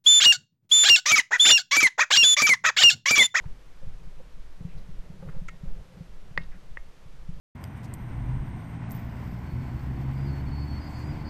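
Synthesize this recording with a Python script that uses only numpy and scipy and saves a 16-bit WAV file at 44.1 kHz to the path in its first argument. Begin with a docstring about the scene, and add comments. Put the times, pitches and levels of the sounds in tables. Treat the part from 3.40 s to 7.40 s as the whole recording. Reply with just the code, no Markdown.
"""On a dirt forest trail, a hiker walks with a body-worn camera.
Trekking poles tap three times, dry and close, and their shafts ring briefly.
Steps jolt the camera mount into dull thumps, gear rubs on the housing and soles scuff on grit.
Soft wind rumbles on the microphone over an even hiss and a faint electrical whine."""
import sys
import numpy as np
from scipy import signal
from scipy.fft import rfft, irfft, next_fast_len
from scipy.io import wavfile
from scipy.ndimage import map_coordinates

SR = 44100
rng = np.random.default_rng(int(sys.argv[2]) if len(sys.argv) > 2 else 0)


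def file_out(sig):
    """Save sig as 16-bit WAV at sys.argv[1]."""
    # one column per channel
    cols = np.atleast_2d(sig).T
    # limit, then scale
    lim = np.clip(cols, -1, 1)
    pcm = np.round(lim * 32767).astype(np.int16)
    wavfile.write(sys.argv[1], SR, pcm)


N = 176400  # 4 seconds

# Levels are relative. t is time, f is frequency, t60 is the time a sound takes to fade by 60 dB.
# pole hits (the first two merge into one tap): t/s, level/dB, clack f/Hz, treble limit f/Hz,
# crack level/dB, shaft level/dB, rebound delay/s, rebound strength (0-1)
POLE_HITS = [(2.0830, -43, 2020, 13100, -9, -27, 0.0011, 0.2),
             (2.0861, -34, 2190, 13000, -19, -15.5, .0009, 0),
             (2.9764, -11.5, 1900, 5700, -28, -29, .0024, 0.26),
             (3.3719, -26.5, 1886, 3080, -35, -25, .0024, 0.32)]
# short tones of the pole's tip: f/Hz, level/dB, t60/s
TIP_TONES = [(572, -19, 0.034), (930, -12, 0.0079), (1205, -15, 0.011), (2080, -17.5, 0.033),
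             (2470, -23.5, 0.022), (3620, -24.5, 0.019), (4220, -19, 0.0056), (4930, -33, 0.022),
             (6400, -28.5, 0.0051)]
# lingering tones of the pole's shaft: f/Hz, level/dB, t60/s
SHAFT_TONES = [(1863, -2.5, 0.19), (2150, 1.5, 0.12), (2700, -18, 0.24)]
# tone colour of a tap thrown back by ground and trunks: f/Hz, level/dB
ECHO_COLOUR = [(150, 20.5), (500, 11), (1000, 8), (2000, 8), (3000, -8), (5000, -8), (9000, -43),
               (15000, -34)]
# jolts of the camera mount: t/s, level/dB, push length/s
MOUNT_JOLTS = [(0.056, -23, 0.0093), (0.431, -48.5, 0.0028), (0.468, -25.5, 0.0099), (.561, -58, .006),
               (0.669, -38.5, 0.0068), (0.805, -50, 0.0054), (1.206, -34, 0.0043), (1.247, -27, 0.0055),
               (1.346, -32, 0.0097), (1.487, -33.5, 0.0059), (1.591, -46, 0.0045), (1.699, -35, 0.0045),
               (1.786, -50, 0.0089), (1.889, -36, 0.0033), (1.963, -36.5, 0.0038), (2.016, -37, 0.0036),
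               (2.233, -31, 0.0044), (2.253, -44, 0.0049), (2.316, -46, 0.0046), (2.379, -49, 0.0072),
               (2.606, -31, 0.0051), (2.908, -35, 0.0076), (2.979, -33.5, 0.0053), (3.004, -37, 0.0051),
               (3.308, -34, 0.01), (3.655, -34, 0.0091), (3.887, -28.5, 0.0056)]
# tones of the jolted mount: f/Hz, level/dB, t60/s
MOUNT_TONES = [(109, -14, 0.067), (149.5, -8, 0.12), (170.6, -4, 0.13), (523, -9.5, 0.15)]
# how strongly the swaying body shakes the mount: t/s, level/dB
SWAY_LEVELS = [(0, -57), (.35, -68.5), (.65, -58.5), (.8, -55.5), (1.1, -71.5), (1.25, -48.5), (1.45, -53),
               (1.9, -51.5), (2.1, -56), (2.35, -49.5), (2.6, -57.5), (2.8, -60.5), (3.15, -58),
               (3.55, -66), (4, -55.5)]
# tone colour of the shuddering mount: f/Hz, level/dB
SHUDDER_COLOUR = [(40, 4), (110, -6.5), (150, -1), (180, 1.5), (215, -11.5), (270, -25), (400, -18),
                  (540, -19), (700, -25.5), (1500, -34), (4000, -56), (15000, -55)]
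# gear rubbing on the camera housing: t/s, length/s, level/dB
GEAR_RUBS = [(0.422, .07, -59.5), (0.798, 0.031, -54), (1.207, .012, -49.5), (1.823, 0.038, -46.5),
             (1.932, 0.062, -50), (1.983, .025, -54), (2.252, 0.055, -59), (2.49, 0.19, -61)]
# hollow tone colour of the housing: f/Hz, level/dB
HOUSING_COLOUR = [(100, -10), (350, -22.5), (470, -10.5), (535, 9), (610, -34), (800, -11), (3000, -94)]
# scuffs on grit: t/s, length/s, level/dB, centre f/Hz, width/octaves
GRIT_SCUFFS = [(0.038, 0.018, -50.5, 1040, 0.37), (.055, 0.018, -54.5, 1320, 0.61),
               (1.286, 0.13, -64.5, 2220, 0.35), (1.374, .04, -64, 4230, .35),
               (1.822, 0.027, -59.5, 1100, 0.6), (1.887, 0.019, -52, 1300, 0.63),
               (1.915, 0.11, -61.5, 1150, 0.58), (2.081, 0.019, -55, 6400, 0.24),
               (2.084, 0.014, -44.5, 1350, 0.13), (2.089, 0.011, -46.5, 2230, 0.45),
               (3.013, 0.026, -61, 3000, 0.46), (3.034, 0.014, -56.5, 2800, 0.62),
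               (3.115, 0.079, -60, 1720, 0.34)]
# rise and fall of the wind: t/s, level/dB
WIND_LEVELS = [(0, -45.5), (1, -45), (1.5, -44), (1.57, -36.5), (1.65, -50.5), (2, -34.5), (2.15, -43.5),
               (2.28, -34.5), (2.45, -54.5), (3.1, -44), (3.45, -54.5), (3.62, -40), (3.85, -49), (4, -43)]
# tone colour of wind on the microphone: f/Hz, level/dB
WIND_COLOUR = [(4, 5.5), (10, 1), (20, -5.5), (30, -10), (50, -14), (80, -42.5), (130, -26.5), (300, -89),
               (1000, -97)]
# tone colour of the forest's hiss: f/Hz, level/dB
HISS_COLOUR = [(150, -3.5), (250, 5), (400, 2.5), (520, 3.5), (700, -1), (1000, -1.5), (1430, -3.5),
               (2100, -5.5), (3000, -8), (6000, -14), (9000, -20.5), (12500, -25), (15000, -34.5)]
# tones of the camera's electrical whine: f/Hz, level/dB
WHINE_TONES = [(5844, -91), (8781, -96), (11688, -93), (11718, -88), (14625, -97)]


def pole_taps():
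    """A pole clacks on the ground and its shaft rings; most hits bounce into a second, weaker clack."""
    out, t = np.zeros(N), np.arange(SR // 3) / SR
    for start, db, clack_hz, treble_hz, crack_db, shaft_db, delay, rebound in POLE_HITS:
        clack = ring([(clack_hz, 0, 0.025)], t) + ring(TIP_TONES, t, alternate=True)
        clack += amp(crack_db) * fade(t, t60=0.0051) * rng.standard_normal(len(t))
        shaft = amp(shaft_db) * ring(SHAFT_TONES, t)
        echo = amp(-37) * fade(t, t60=0.38) * noise(ECHO_COLOUR)[:len(t)]
        cut_treble = signal.butter(5, treble_hz, fs=SR)
        add(out, start, amp(db) * signal.lfilter(*cut_treble, clack + shaft + echo))
        add(out, start + delay, amp(db) * rebound * signal.lfilter(*cut_treble, clack))
    return out


def mount_thumps(gain_db=7, give_way_hz=75):
    """Steps push the camera mount and make it thump; a longer push sounds deeper."""
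    out, t = np.zeros(N), np.arange(SR // 4) / SR
    for start, db, length in MOUNT_JOLTS:
        push = stroke(length) ** 2
        thump = signal.fftconvolve(ring(MOUNT_TONES, t), push / push.sum())
        add(out, start, amp(db + gain_db) * thump)
    cut_bass = signal.butter(1, give_way_hz, "high", fs=SR)  # the mount gives way to slow pushes
    return signal.lfilter(*cut_bass, out)


def mount_shudder(gain_db=5, flutter_db=4.5):
    """The mount keeps shuddering as the body sways: a low, fluttering noise."""
    level_db = curve(SWAY_LEVELS) + gain_db + flutter_db * wobble(per_second=25.32)
    return amp(level_db) * noise(SHUDDER_COLOUR)


def gear_rubs():
    """Rubbing gear brings out the hollow note of the camera housing."""
    pressure = np.zeros(N)
    for start, length, db in GEAR_RUBS:
        add(pressure, start, amp(db) * stroke(length, skew=0.39))
    return pressure * noise(HOUSING_COLOUR)


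def scuffs():
    """Soles and pole tips scrape on grit, each a short burst of noise around one pitch."""
    out = np.zeros(N)
    for start, length, db, centre_hz, octaves in GRIT_SCUFFS:
        def band(hz):
            return np.exp(-0.5 * (np.log2((hz + 1) / centre_hz) / octaves) ** 2)
        grit = unit(filtered(rng.standard_normal(N), band))
        pressure = stroke(length, skew=0.39)
        add(out, start, amp(db) * pressure * grit[:len(pressure)])
    return out


def wind(gain_db=7.5, gust_db=4.5):
    """Wind rumbles on the microphone, swelling and sinking in random gusts."""
    level_db = curve(WIND_LEVELS) + gain_db - gust_db * wobble(per_second=8)
    return amp(level_db) * noise(WIND_COLOUR)


def forest_hiss():
    """The forest adds a faint, even hiss."""
    return amp(-60) * noise(HISS_COLOUR)


def electrical_whine():
    """The camera gives off a few very faint, steady high tones."""
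    t = np.arange(N) / SR
    return sum(np.sqrt(2) * amp(db) * np.sin(2 * np.pi * hz * t) for hz, db in WHINE_TONES)


def amp(db):
    """Turn decibels into a number to multiply by."""
    return 10 ** (np.asarray(db) / 20)


def unit(sound):
    """Scale a sound to an average strength (rms) of 1."""
    return sound / np.sqrt(np.mean(sound ** 2) + 1e-20)


def add(track, start, sound):
    """Mix a sound into a track at a start time in seconds."""
    part = track[max(0, round(start * SR)):][:len(sound)]
    part += sound[:len(part)]


def curve(rows):
    """Join (time, value) points with straight lines."""
    return np.interp(np.arange(N) / SR, *np.transpose(rows))


def wobble(per_second):
    """A smooth curve through evenly spaced random values."""
    values = rng.standard_normal(N // 20)
    return map_coordinates(values, [np.arange(N) * per_second / SR], mode="mirror")


def filtered(sound, gain_at):
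    """Multiply each frequency in a sound by gain_at(hz)."""
    size = next_fast_len(N + SR // 2)
    hz = np.fft.rfftfreq(size, 1 / SR)
    return irfft(rfft(sound, size) * gain_at(hz), size)[:N]


def noise(colour):
    """Noise of strength 1; the colour table says which frequencies are loud."""
    points_hz, db = np.transpose(colour)

    def gain_at(hz):
        return amp(np.interp(np.log(hz + 1), np.log(points_hz + 1), db))
    return unit(filtered(rng.standard_normal(N), gain_at))


def fade(t, t60):
    """Die away by 60 dB every t60 seconds."""
    return np.exp(-np.log(1000) * t / t60)


def ring(tones, t, alternate=False, spread_db=0.8):
    """Fading tones of a struck object, a little different at each blow."""
    out = np.zeros(len(t))
    for k, (hz, db, t60) in enumerate(tones):
        sign = -1 if alternate and k % 2 else 1  # flipping every other tone softens the start
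        strength = amp(db + spread_db * rng.standard_normal())
        out += sign * strength * fade(t, t60) * np.sin(2 * np.pi * hz * t)
    return out


def stroke(length, skew=1):
    """The rise and fall of a rub or push; with skew below 1 it rises faster than it falls."""
    progress = np.linspace(0, 1, max(8, int(length * SR)))
    return np.sin(np.pi * progress ** skew)


def scene():
    """All the sounds of the walk meet at one microphone."""
    knocks = pole_taps() + mount_thumps()
    return (knocks + mount_shudder() + scuffs() + gear_rubs() + wind() + forest_hiss())[None]


def record(dry, top_hz=15000):
    """The camera adds its whine and cuts off the highest treble."""
    return filtered(dry[0] + electrical_whine(), lambda hz: hz < top_hz)[None]


dry = scene()
out = record(dry)
file_out(out)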